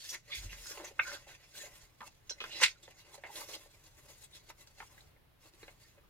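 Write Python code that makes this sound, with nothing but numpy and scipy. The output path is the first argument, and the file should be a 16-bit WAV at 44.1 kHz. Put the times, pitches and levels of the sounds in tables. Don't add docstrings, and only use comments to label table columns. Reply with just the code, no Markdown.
import sys
import numpy as np
from scipy import signal
from scipy.fft import rfft, irfft, next_fast_len
from scipy.io import wavfile
from scipy.ndimage import uniform_filter1d

SR = 44100
rng = np.random.default_rng(int(sys.argv[2]) if len(sys.argv) > 2 else 0)


def makeup_ratio(level_db):
    decades = np.asarray(level_db, float) / 20
    return 10 ** decades


def pcm_store(signal):
    levels = np.round(np.clip(np.atleast_2d(signal), -1, 1) * 32767)
    wavfile.write(sys.argv[1], SR, levels.astype(np.int16).T)


N = 268877
T = np.arange(N) / SR
F = np.fft.rfftfreq(next_fast_len(N), 1 / SR) + 1e-3

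# peak in seconds [s], rise
# over 20 dB [s], fall over 20 dB [s], edge rasp level [dB], thrum of the page stack over the rasp [dB].
FINGERTIPS = [(.108, 0.08, -0.26, -46.5, -37), (.67, 0.16, 0.23, -50.5, -15.5),
              (1.57, 0.08, 0.18, -53.5, -8.5), (1.615, 0.08, 0.08, -54.5, -15),
              (1.755, -0.02, 0.1, -60, -4.5), (1.807, 0.2, 0.15, -63.5, -4.5),
              (2.077, 0.08, -0.07, -58, -3.5), (2.15, -0.2, -0.5, -72.5, -16),
              (2.91, -0.33, -0.5, -62, -10), (3.157, 0.06, -0.27, -56.5, -6), (3.3, -0.25, -0.5, -71, -10),
              (3.364, 0.06, 0.1237, -49, -7), (3.41, 0.11, 0.1, -54.5, -5), (3.675, 0.8, 0, -63, -4),
              (3.75, 0.19, 0.186, -68, -2), (4.0, 0.15, 0.54, -69.5, -1), (4.105, 0.11, 0.077, -64, -4),
                (4.26, 0.58, .022, -63, -12.5), (4.609, 0.057, 0.052, -60, -6.5),
                (4.679, 0.038, 0.052, -69.5, -3), (4.876, 0.23, 0.014, -63, -9.5),
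                (4.978, 0.156, 0.15, -65, -1.5), (5.42, 0.032, 0.2, -71, -15),
                (5.466, 0.068, 0.043, -65.5, -0.5), (5.49, .08, .04, -71, -15.5),
                (5.545, 0.035, 0.056, -72.5, -4), (5.615, 0.11, 0.19, -67, -5),
                (5.709, 0.23, 0.11, -69.5, 0.5), (5.828, 0.087, 0.183, -65.5, -6.5),
                (6.041, 0.036, 0.038, -82, -2)]
# [s, s, s, dB, dB].
SHEET_STROKES = [(.305, 0.075, 0.1, -56.5, -6), (.542, 0.19, 0.12, -53.5, -11),
                 (.816, 0.17, 0.061, -64, 11), (.845, .04, 0.12, -57, -2), (.985, .025, 0.066, -63, 2.5),
                 (1.035, 0.017, 0.34, -57, -9), (1.291, .08, 0.15, -58, -6.5),
                 (1.43, 0.19, 0.64, -68.5, -8), (1.667, .1, 0.1, -59.5, -0.5),
                 (2.41, .015, 0.15, -65.5, -4), (2.46, 0.051, 0.6, -61.5, -2.5), (2.54, .3, 0.15, -66, -5),
                 (2.594, 0.29, .05, -54.5, -6), (2.616, 0.011, 0.045, -39.5, -7.5),
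                 (2.888, 0.022, 0.089, -63, -0.5), (3.09, .25, 0.33, -68.5, 1),
                 (3.182, .021, 0.049, -67.5, 3), (3.27, .05, 0.29, -65, 3.5),
                 (5.176, 0.044, 0.026, -95, 22), (5.975, .05, 0.14, -85, 13.5)]
# [s, s, s, dB, dB].
EDGE_STROKES = [(.01, 0.07, .2, -58, -16), (.06, 0.12, 0.12, -51, -20.5), (.146, 0.05, 0.037, -44.5, -10.5),
                (.355, 0.043, 0.19, -47, -27), (.43, 0.06, 0.049, -56.5, -3.5),
                (1.08, 0.073, 0.11, -49.5, -8.5), (1.15, 0.11, 0.037, -48.5, -3.5),
                (2.0, .08, 0.37, -70.5, -14.5), (2.28, 0.09, .1, -73.5, -2.5),
                (2.335, 0.05, 0.016, -66, -5), (2.83, 0.011, 0.074, -58, -6.5),
                (3.005, 0.1, 0.063, -64, -10), (3.45, .1, 0.105, -58, -6), (3.49, 0.13, 0.11, -55, -7),
                (3.54, 0.14, 0.069, -49, -8), (3.866, 0.039, 0.038, -59.5, -10.5),
                (4.352, 0.063, 0.066, -54, -12.5), (4.505, 0.079, 0.023, -59.5, -6),
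                (4.79, 0.067, 0.1, -60, -7.5)]
# [s, s, s, dB, dB].
WHIP_STROKES = [
    (2.638, 0.035, 0.033, -24.5, -20.5),
    (2.695, 0.064, 0.038, -45, -27.5),
]
# scrape over rasp [dB], share of the thrum that the scrape follows
# [ratio], hiss over rasp [dB].
FINGERTIP_VOICE = (-2.5, 0.34, -0.72)
SHEET_VOICE = (0.63, .25, -6.5)
EDGE_VOICE = (-4.5, 0.25, -5.5)
WHIP_VOICE = (24.5, 1.24, -18)
AT_REST_DB = -97.5

# frequency [Hz], width [Hz], level [dB].
SHEET_MODES = [(630, 45, -10), (1130, 21, 2.5), (1500, 17, 7.5), (2038, 52, 2.5), (2190, 31, -13.5),
               (2660, 150, -3), (3750, 5, -0.5), (4245, 11, -21.5), (5700, 110, -16), (6810, 310, -0.5),
               (7200, 210, -12.5), (9000, 160, -16)]
# frequency [Hz], density [dB per Hz].
RUB_COLOUR = [(88, -39.5), (150, 2), (226, -7), (494, -13), (578, -6), (905, -14), (1360, -9), (2060, -2),
              (3100, -7), (6640, -11), (16000, -15)]
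BAND_EDGES_HZ = [280, 1200, 3200, 7000, 15000]
PATCH_SHARE_DB = [0, 3, 4, -1]

# start in seconds [s], peak level [dB], centre [Hz], decay time T60 [s].
SINGING = [(.292, -51, 1130, 0.2), (.317, -33.5, 2244, 0.25), (.328, -45, 4570, 0.15),
           (.488, -45.5, 2640, 0.13), (.841, -38, 6500, 0.044), (1.040, -51, 1580, 0.15),
           (1.067, -41, 1500, 0.23), (1.095, -50, 1560, 0.049), (1.629, -48, 588, 0.017),
           (2.066, -49.5, 6340, 0.05), (2.291, -31.5, 5660, 0.094), (2.418, -59, 5540, 0.047),
           (2.411, -43.5, 1260, 0.039), (2.826, -49, 7000, 0.058), (3.287, -47, 834, 0.098),
           (3.35, -38, 3800, 0.081), (4.234, -45, 7960, 0.043), (4.331, -51, 3600, 0.099),
           (4.6, -54, 7600, 0.077), (5.0, -51, 3990, 0.036)]
# [s, dB, Hz, s].
SCUFFS = [(.085, -34, 5670, 0.19), (.134, -37, 2140, 0.072), (.312, -38, 3600, 0.22),
          (.661, -39, 6470, 0.14), (.709, -43, 1940, 0.055), (.832, -45, 630, 0.077),
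          (.903, -50, 553, 0.04), (1.143, -46, 1500, 0.12), (1.261, -51, 673, 0.12),
          (2.007, -40, 1196, 0.074), (2.505, -42, 3170, .17), (2.515, -45, 5610, 0.12),
          (2.548, -48, 4200, .13), (2.571, -40, 3960, 0.068), (2.994, -53, 3960, .08),
          (3.143, -57, 820, 0.045), (3.175, -50, 563, 0.04), (3.411, -42, 1080, 0.023),
          (3.533, -39.5, 3200, 0.06), (3.651, -55, 576, 0.051), (3.863, -68, 820, 0.058),
          (4.23, -60, 4040, .08), (4.498, -53.5, 1590, 0.032), (4.772, -60.5, 746, 0.035),
          (4.971, -50, 2035, 0.086), (5.422, -63.5, 1980, .041), (5.627, -49.5, 1707, 0.044),
          (5.839, -61.5, 1860, 0.11)]
# [s, dB, Hz, s].
FLIP = [
    (2.612, -28, 1290, 0.071),
    (2.619, -23.5, 7200, 0.11),
    (2.626, -19.5, 4280, 0.056),
    (2.622, -17, 2690, 0.079),
    (2.648, -26, 4000, 0.077),
]
# rise [s], width [octaves].
SINGING_SHAPE = (.0075, 0.19)
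SCUFF_SHAPE = (0.0077, .62)
FLIP_SHAPE = (0.014, 0.59)

# start in seconds [s], peak level [dB], low ring [Hz],
# high ring [Hz], high ring over low ring [dB].
SNAPS = [(0.53, -36, 1460, 2190, 2.5), (0.774, -36, 670, 2020, -2.5), (0.799, -40, 680, 1980, -22),
         (1.115, -37, 1510, 1830, -21), (2.005, -42.5, 1140, 2000, -4), (2.295, -33, 1560, 3320, 8.5),
         (2.309, -36, 3300, 5600, -12), (2.414, -38.5, 560, 2640, 2), (2.44, -35, 1456, 2560, 1),
         (2.878, -44.5, 550, 1830, -2), (3.252, -49, 666, 2073, -5), (4.5, -46.5, 1012, 1946, -3),
         (4.672, -45.5, 1500, 4560, 8), (4.802, -36.5, 760, 1435, 3.5), (4.826, -44.5, 1160, 1790, -6),
         (5.163, -56.5, 567, 1814, 2), (5.456, -54.5, 435, 2080, -11), (5.536, -54, 370, 2960, 1),
         (5.629, -44.5, 553, 2100, 0.5), (5.68, -42, 590, 2100, 9), (5.981, -59, 365, 1650, 0.5)]
# [s, dB, Hz, Hz, dB].
PAGE_SNAPS = [
    (2.403, -32, 1300, 2520, 7.2),
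    (3.142, -45, 711, 6500, 3),
    (3.236, -35, 653, 1870, 1.4),
]
SNAP_T60_S, PAGE_SNAP_T60_S = 0.04, 0.15

# start in seconds [s], peak level [dB], length of the push [s].
FLICK = (0.99, -16.5, .011)
# frequency [Hz], level [dB], decay time T60 [s].
CARD_RINGS = [(1546, 4.5, 0.022), (1560, -17, 0.086), (1830, -0.5, 0.035), (2100, 2, 0.034),
              (2533, 2, 0.033), (2783, -26, 0.08), (3600, -14, 0.04), (3960, -63, 0.35)]
# start in seconds [s], length [s], peak level [dB],
# note [Hz].
FOLDS = [(0.304, 0.069, -37.5, 3460), (0.997, 0.048, -38, 2294), (1.041, 0.068, -41, 1500),
         (1.072, 0.043, -50.5, 4430), (1.128, 0.048, -46, 1500), (1.137, 0.02, -46, 3770),
         (1.561, 0.063, -48.5, 4000), (1.579, 0.055, -47, 7060), (1.586, 0.048, -50, 1790),
         (2.294, 0.03, -50.5, 1490), (2.295, 0.032, -41, 4120), (2.408, 0.026, -51, 5750),
         (2.501, 0.15, -40, 3960), (2.497, 0.057, -43.5, 2900), (2.555, .05, -44, 5060),
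         (2.55, 0.045, -44, 2770), (2.615, 0.036, -32, 1500), (2.754, 0.014, -62, 1450),
         (2.826, 0.035, -55.5, 3600), (2.608, 0.025, -34, 996), (2.9, 0.02, -59, 2820),
         (0.278, 0.13, -48, 4450), (3.24, 0.039, -45, 2100), (3.351, 0.051, -44, 5740),
         (3.533, 0.032, -45.5, 4140), (2.613, 0.014, -37, 527), (4.32, 0.038, -53, 3780),
         (0.656, 0.1, -51.5, 1500), (4.665, .025, -64.5, 7800), (5.584, 0.055, -60, 7450),
         (5.625, 0.02, -52.5, 4020), (6.032, 0.012, -68, 1206)]
# start in seconds [s], peak level [dB], frequency [Hz],
# length of ring [cycles].
TICKS = [(.1372, -41, 1910, 6), (.1455, -38.5, 2400, 4), (.315, -44, 2220, 5), (0.344, -39.5, 3400, 4),
         (0.6582, -43, 1500, 7), (.709, -47.5, 480, 4.6), (.774, -42.5, 2060, 27), (.8, -43, 646, 5),
         (.812, -44.5, 624, 8), (.835, -47, 554, 9), (1.1159, -40, 1570, 8), (2.009, -43, 1750, 14),
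         (2.018, -38, 1150, 9), (2.031, -42, 1200, 10), (2.078, -50, 800, 4), (2.2955, -34.5, 3500, 3.3),
         (2.31, -48, 590, 6.7), (2.4038, -39.5, 2390, 2.3), (2.4155, -40, 510, 4), (2.4402, -32, 1470, 4),
         (2.447, -37.5, 1500, 7), (2.515, -40.5, 2980, 4), (2.5654, -40, 3950, 4), (2.5704, -38, 4050, 8),
         (2.602, -36.5, 1100, 12), (2.616, -30.5, 1020, 5), (2.6286, -19, 3100, 5.3),
         (2.6353, -18, 2630, 5), (2.641, -14.5, 3200, 4.4), (2.647, -17.5, 2250, 6),
         (2.654, -23.5, 2297, 6), (2.66, -22, 2150, 8), (2.682, -29, 2400, 6.6), (3.143, -47.5, 890, 4),
         (3.239, -43, 2010, 40), (3.178, -51, 560, 10), (3.264, -43.5, 750, 4), (3.354, -44, 620, 5),
         (3.384, -43.5, 620, 6), (3.415, -42, 1110, 6), (3.49, -44.5, 600, 5), (3.5365, -38, 3280, 6),
         (3.5635, -44.5, 600, 3.2), (4.5, -42, 1000, 3), (4.5035, -44, 1300, 4), (4.673, -53.5, 4750, 25),
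         (4.82, -43.5, 1100, 5), (4.828, -46, 897, 4), (5.6308, -46, 450, 2.6), (5.681, -50, 600, 4),
         (5.692, -53, 700, 6)]

# time in seconds [s], left minus right [dB].
HANDS = [(0.0, 1), (0.8, -0.6), (1.71, 0.5), (2.1, -1.5), (2.8, -1), (3.02, 1), (3.14, -1.5), (4.3, 2.5),
         (6.1, -0.5)]
# frequency [Hz], left minus right [dB].
PORT_BALANCE = [(60, -5.5), (110, 8), (200, 1), (380, 1), (700, -3), (1290, -1), (2380, -1.5), (4400, -5),
                (8120, 3), (15000, 3.5)]
PORT_LAG, LAG_SCATTER = 3.24, 2.18
ECHO_S = [.00043, .00107, .0019, .0031]

# time in seconds [s], level [dB].
STAND = [(0.35, -88), (0.385, -60.5), (.41, -58), (0.432, -64), (0.455, -53), (.5, -60.5), (.53, -61),
         (0.58, -69), (0.646, -68.5), (0.675, -79)]
# start in seconds [s], level [dB], swing [Hz].
SETTLING = [
    (.765, -61, 34.1),
    (.93, -62.5, 40),
    (1.728, -57.5, 36),
    (1.828, -59, 40),
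]
# frequency [Hz], density [dB per Hz].
HUM = [(12, -25.5), (25, -2.5), (50, -8), (125, -7.5), (200, -21.5), (400, -22.5), (1000, -27.5),
       (2000, -29.5), (4000, -34), (7500, -45.5), (11000, -39), (16000, -38)]


def unit(x):
    return x / np.sqrt(np.mean(x ** 2))


def table(rows, hz):
    f, v = np.transpose(rows)
    return np.interp(np.log(hz), np.log(f + 1), v)


def shape(x, gain):
    size = next_fast_len(N)
    return irfft(rfft(x, size) * gain, size)[..., :N]


def walk(rate):
    hold = int(SR / rate)
    steps = np.repeat(rng.standard_normal(N // hold + 1), hold)
    return 1.34 * uniform_filter1d(steps, hold)[:N]


def fibres(count, spread_db):
    size_db = spread_db * np.minimum(rng.exponential(size=count), 4)
    return unit(rng.standard_normal(count) * makeup_ratio(size_db))


def ring(x, hz, width):
    b, a = signal.iirpeak(min(hz, .45 * SR), hz / width, fs=SR)
    return signal.lfilter(b, a, x)


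def patch(push, hz, octaves, modes_db):
    width = octaves * hz
    wide = ring(ring(ring(push, hz, width), hz, width), hz, 1.1 * width)
    spots = hz * 2 ** (.4 * octaves * np.clip(rng.standard_normal(3), -2, 2))
    narrow = 2.0 * ring(push, hz, hz / 40.0) + sum(ring(push, f, f / 9.0) for f in spots)
    return unit(wide) + makeup_ratio(modes_db) * unit(ring(narrow, hz, 2.0 * width))


def ports(x, place):
    size = next_fast_len(len(x))
    lag = PORT_LAG + LAG_SCATTER * place
    turn = np.exp(1j * np.pi * np.arange(size // 2 + 1) / size * lag)
    return irfft(rfft(x, size) * np.array([turn, 1 / turn]), size)[:, :len(x)]


def lay(out, k, db, burst, place):
    out[:, k:k + len(burst)] += ports(burst * makeup_ratio(db) / np.abs(burst).max(), place)


def add(out, s, db, burst):
    lay(out, int(s * SR), db, burst, rng.standard_normal())


def contact_db():
    power = np.full((4, N), makeup_ratio(2 * AT_REST_DB))
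    kinds = [(FINGERTIPS, FINGERTIP_VOICE), (SHEET_STROKES, SHEET_VOICE),
             (EDGE_STROKES, EDGE_VOICE), (WHIP_STROKES, WHIP_VOICE)]
    for strokes, (scrape_db, share, hiss_db) in kinds:
        for s, rise, fall, db, thrum_db in strokes:
            rise, fall = max(rise, .012), max(fall, .012)
            near = slice(max(int((s - 3 * rise) * SR), 0), int((s + 3 * fall) * SR))
            swell_db = db - 20 * np.maximum((s - T[near]) / rise, (T[near] - s) / fall)
            bands_db = np.c_[[thrum_db, scrape_db + share * thrum_db, 0, hiss_db]]
            power[:, near] += makeup_ratio(2 * (swell_db + bands_db))
    return 10 * np.log10(power)


def rubbing(ring_db=0.0, flicker_db=1.24, patchy_db=4.5, sharpness=32.):
    levels = contact_db()
    modes = 1 + sum(makeup_ratio(ring_db + 0.9 * db) / (1 + 1j * (F - hz) / w) for hz, w, db in SHEET_MODES)
    shared, places = walk(55), 0
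    for lo, hi, db, share_db in zip(BAND_EDGES_HZ, BAND_EDGES_HZ[1:], levels, PATCH_SHARE_DB):
        limits = np.sqrt((1 + (lo / F) ** 8) * (1 + (F / hi) ** 8))
        grain = shape(fibres((3, N), spread_db=2.5), makeup_ratio(table(RUB_COLOUR, F)) * modes / limits)
        flares = np.zeros((3, N))
        for k, hz in enumerate(np.geomspace(1.03 * lo, .95 * hi, num=15)):
            flares[k % 3] += makeup_ratio(patchy_db * walk(30)) * ring(grain[k % 3], hz, hz / sharpness)
        contact = unit(grain) + makeup_ratio(share_db) * unit(flares)
        flicker = flicker_db * (1.4 * shared + .5 * walk(60))
        places = places + 0.65 * unit(contact) * makeup_ratio(db + flicker)
    return sum(makeup_ratio(-3.0 * abs(k - 1)) * ports(x * makeup_ratio(1.6 * walk(180)), k - 1) for k, x in enumerate(places))


def slips(skirt_db=-22):
    out, t = np.zeros((2, N + SR)), np.arange(SR // 4) / SR
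    kinds = [(SINGING, SINGING_SHAPE), (SCUFFS, SCUFF_SHAPE), (FLIP, FLIP_SHAPE)]
    for rows, (rise, octaves) in kinds:
        for s, db, hz, t60 in rows:
            fade = makeup_ratio(-60 * np.maximum(t - rise, 0) / max(t60, .005))
            push = np.minimum(t / rise, 1) ** 2 * fade * fibres(len(t), spread_db=1.5)
            skirt = makeup_ratio(skirt_db) * unit(ring(push, 1800.0, 4000.))
            add(out, s, db, patch(push, hz, octaves, modes_db=13.0) + skirt)
    return out[:, :N]


def snaps(crack_db=5, crack_s=0.0021, body_db=-10, top_db=-20):
    out, t = np.zeros((2, N + SR)), np.arange(SR // 4) / SR
    for rows, t60 in [(SNAPS, SNAP_T60_S), (PAGE_SNAPS, PAGE_SNAP_T60_S)]:
        for s, db, low_hz, high_hz, high_db in rows:
            crack = 1 + makeup_ratio(crack_db) * np.exp(-t / crack_s)
            blow = np.minimum(t / 0.00066, 1) * crack * makeup_ratio(-60 * t / t60)
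            push = blow * fibres(len(t), spread_db=-6.5)
            low = patch(push, low_hz, .7, modes_db=-2.0)
            high = makeup_ratio(high_db) * patch(push, high_hz, .8, modes_db=2.0)
            stack = makeup_ratio(body_db) * patch(push, 520., 1.6, modes_db=3.5)
            top = makeup_ratio(high_db + top_db) * unit(ring(push, 4500., 6000.))
            add(out, s, db, low + high + stack + top)
    return out[:, :N]


def flick(thud_db=-15.0):
    out, t = np.zeros((2, N + SR)), np.arange(SR // 4) / SR
    s, db, length = FLICK
    push = np.sin(np.pi * np.minimum(t / length, 1)) ** 2 * rng.standard_normal(len(t))
    push = signal.lfilter(*signal.butter(6, 2750., fs=SR), push)
    card = 0
    for hz, ring_db, t60 in CARD_RINGS:
        card = card + makeup_ratio(ring_db) * unit(ring(ring(push, hz, hz / 2), hz, 4.1 / min(t60, .06)))
    add(out, s, db, card + makeup_ratio(thud_db) * patch(push, 660.0, 0.65, modes_db=-13.0))
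    return out[:, :N]


def folds(octaves=.14):
    out, t = np.zeros((2, N + SR)), np.arange(SR // 6) / SR
    for s, length, db, hz in FOLDS:
        swell = np.sqrt(np.sin(np.pi * np.minimum(t / length, 1)).clip(0))
        add(out, s, db, patch(swell * fibres(len(t), spread_db=2.0), hz, octaves, modes_db=4.0))
    return out[:, :N]


def ticks(click_db=-10.5):
    out, t = np.zeros((2, N + SR)), np.arange(SR // 30) / SR
    for s, db, hz, cycles in TICKS:
        fade = np.exp(-3.0 * t * hz / max(cycles, 1))
        jolt = np.sin(2 * np.pi * hz * t) * fade * np.minimum(t * hz / 1.2, 1)
        click = ring(1. * (t == 0), 1.6 * hz, 2 * hz)
        burst = (unit(jolt) + makeup_ratio(click_db) * unit(click)) * (1 - t / t[-1])
        lay(out, int(s * SR) - 32, db, np.pad(burst, 32), 0)
    return out[:, :N]


def scatter(x, feedback=0.36, from_hz=1800, level_db=-4):
    gain = makeup_ratio(level_db) / np.sqrt(1 + (from_hz / F) ** 4)
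    for late in np.exp(-2j * np.pi * np.outer(ECHO_S, F)):
        gain = gain * (late - feedback) / (1.5 - feedback * late)
    return shape(x, gain) * np.c_[[1, -1]]


def stand():
    s, db = np.transpose(STAND)
    swing = np.sin(2 * np.pi * np.cumsum(45. * (1 + .09 * walk(25))) / SR)
    rumble = unit(ring(ring(rng.standard_normal(N), 85.0, 60.), 85.0, 60.))
    return (4.0 * swing + 1.1 * rumble) * makeup_ratio(np.interp(T, s, db, -120, -120))


def settling(t60=0.11):
    out = np.zeros(N)
    for s, db, hz in SETTLING:
        fade = (T > s) * makeup_ratio(-60 * np.abs(T - s) / t60 / 2)
        out += makeup_ratio(db) * np.sin(2 * np.pi * hz * (T - s)) * fade
    return out


def room(x, t60=0.088, level_db=-8, top_hz=5430, alike_under_hz=900):
    t = np.arange(SR // 3) / SR
    tails = rng.standard_normal((2, len(t))) * makeup_ratio(-60 * t / t60) * np.minimum(t / 0.0017, 1)
    tails = signal.lfilter(*signal.butter(1, top_hz, fs=SR), tails)
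    tails += signal.lfilter(*signal.butter(1, alike_under_hz, fs=SR), tails[::-1] - tails) / 2
    return np.array([signal.fftconvolve(x, h / np.linalg.norm(h))[:N] for h in tails]) * makeup_ratio(level_db)


def duck(paper, over_db=-53.5, share=.5, average_s=0.087):
    keep = np.exp(-1 / (SR * average_s))
    power = signal.lfilter([1 - keep], [1, -keep], paper ** 2)
    return (1 + power / makeup_ratio(2 * over_db)) ** (-share / 2)


def hum(gain, level_db=-67):
    mid, side = (shape(rng.standard_normal(N), makeup_ratio(table(HUM, F))) for _ in range(2))
    side = shape(side, np.clip(F / 280.0, .22, .95))
    tone = makeup_ratio(level_db + walk(6.4)) * np.array([mid + side, mid - side]) / np.std(mid)
    bass = shape(tone, 1 / (1 + (F / 740.0) ** 2))
    return bass + gain * (tone - bass)


def scene():
    paper = rubbing() + slips() + snaps() + flick() + folds() + ticks()
    lean = makeup_ratio(table(PORT_BALANCE, F) / 2)
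    pan_db = np.interp(T, *np.transpose(HANDS)) / 2
    left = shape(paper[0], lean) * makeup_ratio(pan_db)
    right = shape(paper[1], 1 / lean) * makeup_ratio(-pan_db)
    around = scatter(paper[0]) + room(paper[1])
    return np.array([left, right]) + around + stand() + settling() + hum(duck(paper[0]))


def roll_off(x):
    return signal.sosfilt(signal.butter(12, 15830, fs=SR, output="sos"), x)


def record(dry):
    return roll_off(dry)


dry = scene()
out = record(dry)
pcm_store(out)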